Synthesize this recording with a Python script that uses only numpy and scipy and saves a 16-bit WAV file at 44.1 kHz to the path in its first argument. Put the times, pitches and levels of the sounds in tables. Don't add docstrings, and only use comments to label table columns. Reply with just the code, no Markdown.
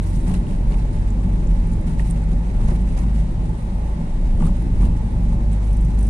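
import sys
import numpy as np
from scipy import signal
from scipy.io import wavfile
from scipy.ndimage import uniform_filter1d

SR = 44100
rng = np.random.default_rng(int(sys.argv[2]) if len(sys.argv) > 2 else 0)


def log_audio(samples):
    frames = np.atleast_2d(samples).T
    limited = np.clip(frames, -1, 1)
    pcm = np.round(limited * 32767).astype(np.int16)
    wavfile.write(sys.argv[1], SR, pcm)


N = 268701

FIRING_RATE = [(0, 45.4), (.8, 46.3), (1.5, 47.6), (2.3, 49.6), (3.0, 50.8), (3.6, 52.2), (4.2, 52.8),
               (4.8, 51.2), (5.5, 50.6), (6.09, 50.6)]
DRONE_LEVEL = [(0, -25), (.18, -21.5), (.29, -29), (.39, -13.5), (.46, -42), (.58, -32), (.69, -17),
               (1.12, -21.5), (1.25, -17.5), (1.66, -21.5), (1.76, -33), (1.88, -26), (1.96, -20.5),
               (2.27, -19), (2.59, -20), (2.85, -18.5), (2.92, -21.5), (3.2, -14), (3.28, -25.5),
               (3.93, -22.5), (4.02, -29.5), (4.19, -25.5), (4.28, -34), (4.51, -20), (4.9, -19),
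               (5.0, -23), (5.2, -19.5), (6.09, -14.5)]
OCTAVE_LEVEL = [(0, -33.5), (1.2, -29.5), (1.8, -33.5), (2.5, -41), (3.2, -34), (3.7, -34), (4.1, -40.5),
                (4.45, -33.5), (4.7, -27), (5.6, -29.5), (6.09, -31.5)]
WEAK_ORDERS = [(1.5, -21.5), (2.5, -22.5), (3, -26.5)]

HEAVE_LEVEL = [(0, -46), (.1, -18.5), (.31, -15.5), (.42, -26), (.48, -25), (.83, -23.5), (1.24, -22.5),
               (1.34, -24), (1.45, -21), (1.87, -21), (2.24, -22), (2.34, -17.5), (2.44, -35.5),
               (2.6, -17.5), (2.71, -21), (2.77, -33), (2.9, -24), (3.04, -26), (3.6, -26.5), (4.18, -27),
               (4.31, -19), (4.44, -14), (4.66, -32), (4.8, -15.5), (5.06, -24), (5.26, -23), (5.52, -31),
               (5.74, -20.5), (6.09, -44)]
PAVING_LEVELS = [(0, -25.5, -35), (.6, -25, -32), (1.2, -26.5, -29.5), (1.7, -25.5, -29.5), (2.3, -25, -30),
                 (3., -26, -29.5), (3.5, -27, -31), (4.2, -28.5, -34), (4.7, -27, -28.5), (5.3, -25, -26),
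                 (6.09, -28, -36.5)]
HEAVE_MODES = [(20.45, 6.4, -4.5), (28.7, 9.2, 4.5), (37.3, 11.4, -7.5)]
PANEL_MODES = [(161.74, 15.4, 0.5), (175.6, 19.3, 0.5), (221.1, 19.8, -4.5)]
FLOOR_EQ = [(24, -57), (40, 0.5), (59, -8), (76, -7), (130, -7.5), (172, -12.5), (226, -13), (281, -21.5),
            (325, -25.5), (420, -25), (550, -50), (920, -120)]
# t/s, length/s, thump/dB, clunk/dB, rattle/dB, jingle/dB
STONE_JOLTS = [(0.01, 0.022, -48, -62, -64, -49.5), (0.054, 0.19, -28.5, -67, -65, -52),
               (0.265, 0.051, -28.5, -37, -44.5, -50), (0.33, 0.014, -26.5, -37, -42, -58),
               (0.466, 0.036, -29, -57, -56, -66), (0.71, 0.014, -32, -37, -50, -54),
               (0.736, 0.012, -38, -39, -52, -57), (0.927, 0.023, -46, -55, -60, -57),
               (1.246, 0.011, -23, -43, -65, -70), (1.492, 0.016, -47, -52, -53, -54),
               (1.713, 0.021, -26, -53, -51, -52), (1.87, 0.01, -27, -38, -48, -48),
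               (1.988, 0.016, -45, -41, -50, -47), (2.052, 0.069, -48, -54, -67, -50.5),
               (2.15, 0.018, -35, -51, -51, -57), (2.311, 0.02, -29, -39, -49, -58),
               (2.599, 0.045, -24.5, -38, -49, -54), (2.676, 0.036, -33, -32, -44.5, -54),
               (2.808, 0.014, -29, -47, -65, -51), (2.969, 0.045, -26.5, -39.5, -46.5, -50),
               (3.023, .015, -23.5, -42, -52, -62), (3.144, .04, -48, -64, -57, -57),
               (3.968, 0.023, -38, -59.5, -67, -66), (4.395, 0.027, -22, -39.5, -48, -52),
               (4.438, 0.042, -23.5, -46, -50, -48), (4.803, 0.056, -24, -34.5, -48, -50),
               (5.215, 0.018, -46, -60, -68, -68), (5.319, 0.017, -33, -39, -57, -57),
               (5.515, .012, -31, -49, -49, -54), (5.695, 0.074, -37, -47, -54, -62),
               (6, 0.086, -40, -48, -63, -55)]
PANEL_BOOMS = [(0.0, 0.077, -23.5, 91), (.27, 0.1, -24.5, 182), (.79, 0.038, -31, 169),
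               (1.46, 0.079, -29, 166.5), (1.6, 0.097, -26.5, 167), (2.08, 0.047, -27, 167),
               (2.64, 0.047, -29, 188), (2.715, 0.0098, -33, 351), (3.66, 0.26, -33, 80.5),
               (3.98, 0.047, -26.5, 162.3), (4.39, 0.049, -22, 173), (4.82, 0.042, -26, 162),
               (4.84, 0.059, -25, 80), (5.24, 0.19, -33, 221.1), (5.98, 0.13, -32, 217.3)]

TRIM_TREMBLE = [(0, -70, -54.5, -53.5), (1.2, -50.5, -53.5, -62), (2.4, -49, -54.5, -59.5),
                (3.1, -51, -52.5, -63), (3.6, -59, -59, -58.5), (4.3, -57, -57.5, -62),
                (5.2, -54, -56, -60.5), (6.09, -54, -51, -68)]
CLUNK_EQ = [(300, 8), (550, 4.5), (750, 4.5), (1150, 4), (1500, -22), (2500, -51)]
RATTLE_EQ = [(900, -17), (1400, 6.5), (2000, 1.5), (2800, -0.5), (4000, -5), (6000, -5.5), (10000, -6.5),
             (12000, -63)]
JINGLE_EQ = [(3000, -4), (5500, -5), (7500, -5), (9300, 2), (10300, -5), (11300, -11.5), (13000, -12),
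             (15000, -55)]
DASH_KNOCKS = [(.276, -50, 2000, 2), (0.312, -44, 2680, -7), (0.3404, -44.5, 2770, 6),
               (0.344, -42, 1350, 2), (.3475, -45, 2050, 2), (.352, -49, 4060, 3), (.4685, -45, 2830, -2),
               (0.49, -46, 3270, -8), (0.5105, -43, 2820, -9), (.7193, -48, 2150, 2),
               (.7218, -46, 3650, -5), (.7235, -54, 4500, -2), (.7285, -49, 2900, -2),
               (.741, -44, 2250, -9), (1.293, -38, 564, -10), (1.9955, -29.5, 1890, -8),
               (1.996, -41, 2490, -13), (1.9965, -36, 700, -3), (1.998, -53, 3150, -9),
               (2.136, -32, 866, -6), (2.156, -52, 2220, 3), (2.162, -52, 2800, 0), (2.584, -36, 574, -4.5),
               (2.687, -42, 1660, -2), (2.719, -32, 654, 4), (4.4045, -42, 1160, 7),
               (4.4045, -49, 3070, -3), (4.421, -49, 2150, 0), (4.4215, -48, 2930, -4),
               (4.436, -45, 2750, -6), (4.454, -50, 2860, -3), (4.463, -48.5, 2660, -16),
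               (4.465, -51, 3860, -3), (4.4235, -30.5, 880, 2), (4.423, -30, 600, -1),
               (4.425, -36, 1190, 0), (4.472, -40, 1230, 0), (4.436, -40, 1140, 4), (4.455, -41, 1150, 5),
               (4.466, -38, 1130, -3), (4.492, -39, 965, 1), (4.826, -36, 1170, 0), (4.834, -37, 860, 0),
               (4.861, -32, 606, -2)]
LOOSE_TICKS = [(.064, -47, 7600), (.146, -46, 5200), (.2094, -43, 8500), (0.28, -37, 7200),
               (.296, -39, 9400), (0.339, -33, 9200), (0.4673, -47, 9170), (0.4903, -47, 9400),
               (0.5097, -41, 9300), (.561, -43, 9200), (.7203, -46, 4600), (.733, -45, 6500),
               (1.104, -38.5, 7200), (1.2181, -47, 7430), (1.4721, -42, 7170), (1.6721, -41, 9260),
               (1.715, -48, 6550), (1.7295, -43, 9400), (1.7345, -43, 7100), (1.736, -43, 9500),
               (1.8108, -41, 9310), (2.101, -30, 9400), (2.109, -28.5, 8760), (2.2194, -41, 8100),
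               (2.6035, -48, 6750), (2.6584, -45, 6840), (2.6808, -40, 9400), (2.697, -44, 7250),
               (2.698, -43, 9000), (2.704, -45, 8800), (2.8065, -45, 9200), (2.9755, -42, 6250),
               (2.98, -45, 8900), (2.989, -40, 6350), (3.021, -48, 9150), (4.375, -47, 9100),
               (4.436, -42, 9500), (4.4543, -37, 8670), (4.464, -34.5, 9100), (4.567, -45, 9600),
               (4.6234, -41, 9800), (4.819, -46, 9200), (4.852, -44, 9000), (5.5306, -36, 8150)]
# t/s, length/s, start level/dB, end level/dB, gain of every second contact/dB
BUZZ_BURSTS = [(5.6495, 0.07, -44, -42, -1), (5.7275, 0.13, -38, -40, -11), (5.9045, .05, -46, -45, -12),
               (5.9865, .105, -36, -35, -4)]
PART_MODES = [(5350, -19, .07), (5930, -15, 0.12), (7200, -13, 0.05), (8130, -10, .05), (8580, -11, .05),
              (9450, -10, .05), (9800, -8, 0.06), (10500, -12, .04)]

HUM_EQ = [(150, -33), (250, 2.5), (284, -12), (327, -3.5), (384, -5.5), (429, -12), (457, -6.5), (701, -12),
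          (849, -9.5), (1390, -22), (1500, -22), (5520, -35), (9180, -38), (11100, -47.5), (14400, -101),
          (22000, -120)]
CABIN_MODES = [(86, 2.6, 3.5), (116.55, 2.43, 14.5), (318.5, 33, 5), (573, 39, 7.5), (861, 180, 4),
               (867.6, 14.5, 5), (2095, 410, 5.5), (3850, 210, 4)]
PORT_LIKENESS = [(60, 0.97), (130, 0.97), (260, 0.87), (550, 0.47), (900, 0.27), (1300, 0.35), (2200, 0.42),
                 (5000, 0.089), (10600, 0.092)]
PORT_LEAD = [(100, 0), (430, -0.3), (690, 0.5), (1210, 3.5), (1890, 1.5), (3000, 8)]
PORT_BALANCE = [(60, -4), (110, 2), (190, 4.5), (340, -1.5), (600, -1), (1070, 3), (1900, -2), (3370, 0),
                (5990, -3.5), (10600, -14)]


def engine(waver_db=0.34, slip_cycles=0.0068):
    drone_db = curves(DRONE_LEVEL)[0]
    turns = firings() + slip_cycles * wander(27)
    orders = [(1, drone_db), (2, curves(OCTAVE_LEVEL)[0])]
    orders += [(order, drone_db + db) for order, db in WEAK_ORDERS]
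    drone = np.zeros(N)
    for order, db in orders:
        level = gain_of(db + waver_db * order * wander(15))
        drone += level * np.sin(2 * np.pi * (order * turns + rng.random()))
    return np.sqrt(2) * drone


def road(thump, wander_hz=7.2, floor_thump_db=-2.5):
    levels = curves(HEAVE_LEVEL) + curves(PAVING_LEVELS)
    heave_gain, floor_gain, panel_gain = (gain_of(db + swing_db * wander(wander_hz))
                                          for db, swing_db in zip(levels, (3.5, 2.07, -1)))
    push = rng.standard_normal(N)
    heave, panels = (unit_rms(sum(gain_of(db) * band(push, hz, width) for hz, width, db in modes))
                     for modes in (HEAVE_MODES, PANEL_MODES))
    swing = abs(signal.hilbert(heave))
    heave = unit_rms(heave / (swing + 0.16) ** 0.97)
    floor_gain = np.hypot(floor_gain, gain_of(floor_thump_db) * thump)
    floor = cabin_noise(FLOOR_EQ, flicker_db=1, size=4096)
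    return heave_gain * heave + np.hypot(panel_gain, thump) * panels + floor_gain * floor


def jolts(rise_s=0.016, fade_db_per_s=(152, 250, 400, 400)):
    t, power = np.arange(SR // 2) / SR, np.zeros((4, N + SR))
    for start, length, *levels_db in STONE_JOLTS:
        fade_db = np.outer(fade_db_per_s, np.maximum(t - rise_s / 2 - length, 0))
        envelope = np.minimum(t / rise_s, 1) * gain_of(np.c_[levels_db] - fade_db)
        power[:, round((start - rise_s / 2) * SR):][:, :len(t)] += envelope ** 2
    return np.sqrt(power[:, :N])


def panel_booms(rise_cycles=2, t60_cycles=25):
    out, t = np.zeros(N + SR), np.arange(SR // 2) / SR
    for start, hold, db, hz in PANEL_BOOMS:
        rise_s = rise_cycles / hz
        fade_db = 60 * np.maximum(t - rise_s - hold, 0) * hz / t60_cycles
        envelope = np.minimum(t / rise_s, 1) * gain_of(db - fade_db)
        out[round(start * SR):][:len(t)] += envelope * np.sin(2 * np.pi * (hz * t + rng.random()))
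    return np.sqrt(2) * out[:N]


def trim(shakes, wander_db=1.5):
    tremble = gain_of(curves(TRIM_TREMBLE) + wander_db * wander(21))
    clunk_gain, rattle_gain, jingle_gain = np.hypot(tremble, shakes)
    clunk = clatter(130, 0.77, 0.052) * cabin_noise(CLUNK_EQ, flicker_db=2.5, size=512)
    rattle = clatter(500, 1.3, 0.0084) * cabin_noise(RATTLE_EQ, flicker_db=1.2, size=512)
    jingle = clatter(300, 1.5, 0.025) * cabin_noise(JINGLE_EQ, flicker_db=1.8, size=256)
    return clunk_gain * clunk + rattle_gain * rattle + jingle_gain * jingle


def clatter(per_s, spread_db, decay_s):
    strength = gain_of(spread_db * np.minimum(rng.exponential(1, N), 3))
    hits = strength * (rng.random(N) < per_s / SR)
    pole = np.exp(-1 / (decay_s * SR))
    return unit_rms(signal.lfilter([1], [1, -pole], uniform_filter1d(hits, size=44)) + 0.5)


def knocks(t60_cycles=28, crack=0.8):
    hits = [(start, db, hz, t60_cycles / hz, crack, left_db) for start, db, hz, left_db in DASH_KNOCKS]
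    return blows(hits, rise_cycles=1.2, snap=0.63, hold_s=0.0026)


def ticks(t60_s=0.019, crack=1.02, left_db=-17):
    hits = [(start, db, hz, t60_s, crack, left_db) for start, db, hz in LOOSE_TICKS]
    return blows(hits, rise_cycles=11, snap=0.25)


def buzz(contacts_per_s=50.7, uneven_db=3, detune=0.004, left_db=-13.5):
    hits, top_hz = [], PART_MODES[-1][0]
    for start, length, start_db, end_db, weak_db in BUZZ_BURSTS:
        for k, t in enumerate(np.arange(0, length, 1 / contacts_per_s)):
            contact_db = start_db + (end_db - start_db) * t / length + weak_db * (k % 2)
            for hz, mode_db, t60 in PART_MODES:
                db = contact_db + mode_db + uneven_db * rng.standard_normal()
                pitch = hz * (1 + detune * rng.standard_normal())
                crack = 0.85 * hz / top_hz
                hits.append((start + t, db, pitch, t60, crack, left_db))
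    return blows(hits, rise_cycles=26, snap=0)


def blows(hits, rise_cycles, snap, hold_s=0, snap_t60_s=0.0024, size=3000):
    out, t = np.zeros((2, N + size)), np.arange(size) / SR
    for start, db, hz, t60, crack, left_db in hits:
        grit = rng.standard_normal((2, size))
        burst = snap * gain_of(-60 * t / snap_t60_s) * unit_rms(resonate(grit, hz, 1.2 * hz))
        ring = np.sin(2 * np.pi * hz * t) + crack * (band(grit, hz, 0.27 * hz) + burst)
        attack = np.sin(np.pi / 2 * np.minimum(t * hz / rise_cycles, 1)) ** 2
        decay = gain_of(db - 60 * np.maximum(t - hold_s, 0) / t60)
        out[:, round(start * SR):][:, :size] += gain_of([[left_db], [0]]) * attack * decay * ring
    return out[:, :N]


def hum(level_db=-38.5):
    throb = 1 + 0.045 * np.cos(2 * np.pi * firings())
    return gain_of(level_db + 0.5 * wander(0.94)) * throb * cabin_noise(HUM_EQ, flicker_db=1, size=2048)


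def whine(hz=864, drift_hz=5, level_db=-58):
    turns = np.cumsum(hz + drift_hz * wander(6.03)) / SR
    return np.sqrt(2) * gain_of(level_db + 1.2 * wander(4.4)) * np.sin(2 * np.pi * turns)


def cabin_noise(eq, flicker_db, size):
    frames, hz = 4 * N // size + 5, np.fft.rfftfreq(size, 1 / SR)
    left_re, left_im, apart_re, apart_im, patches = rng.standard_normal((frames, len(hz), 5)).T
    left, apart = left_re + 1j * left_im, apart_re + 1j * apart_im
    patches = unit_rms(uniform_filter1d(uniform_filter1d(patches, size=10, axis=0), size=8, axis=1))
    likeness, lead = at_hz(PORT_LIKENESS, hz)[:, None], at_hz(PORT_LEAD, hz)[:, None]
    right = likeness * np.exp(1j * lead) * left + np.sqrt(1 - likeness ** 2) * apart
    lift_db = sum(db / (1 + (2 * (hz - centre) / width) ** 2) for centre, width, db in CABIN_MODES)
    colour = gain_of((at_hz(eq, hz) + lift_db)[:, None] + flicker_db * patches)
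    pan = gain_of(np.outer([0.5, -0.5], at_hz(PORT_BALANCE, hz)))[:, :, None]
    spectra = np.array([left, right]) * colour * pan
    return unit_rms(signal.istft(spectra, nperseg=size, noverlap=3 * size // 4)[1][:, :N])


def firings():
    return np.cumsum(curves(FIRING_RATE)[0]) / SR


def resonate(x, hz, width):
    turn, radius = np.exp(2j * np.pi * hz / SR), np.exp(-np.pi * width / SR)
    return 2 * signal.lfilter([1 - radius], [1, -radius * turn], x).real


def band(x, hz, width):
    return unit_rms(resonate(resonate(x, hz, width), hz, width))


def wander(hz):
    size = round(SR / hz)
    return unit_rms(uniform_filter1d(uniform_filter1d(rng.standard_normal(N), size), size))


def curves(rows):
    times, *columns = np.transpose(rows)
    return [np.interp(np.arange(N) / SR, times, column) for column in columns]


def at_hz(points, hz):
    f, value = np.transpose(points)
    return np.interp(np.log(hz + 1), np.log(f + 1), value)


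def gain_of(db):
    return 10 ** (np.asarray(db) / 20)


def unit_rms(x):
    return x / np.sqrt(np.mean(x ** 2) + 1e-20)


def scene():
    thump, *shakes = jolts()
    low_end = engine() + road(thump) + panel_booms() + hum()
    return low_end + trim(shakes) + ticks() + knocks() + buzz() + whine()


def record(dry, ceiling=0.75, low_hz=12, dull_hz=11800, edge_hz=14900):
    low_cut = signal.sosfilt(signal.butter(2, low_hz, "high", fs=SR, output="sos"), dry)
    dulled = signal.sosfilt(signal.butter(3, dull_hz, fs=SR, output="sos"), low_cut)
    rounded = ceiling * np.tanh(dulled / ceiling)
    band_limit = signal.firwin(511, edge_hz, window=("kaiser", 9), fs=SR)
    return signal.oaconvolve(rounded, band_limit[None], "same")


dry = scene()
out = record(dry)
log_audio(out)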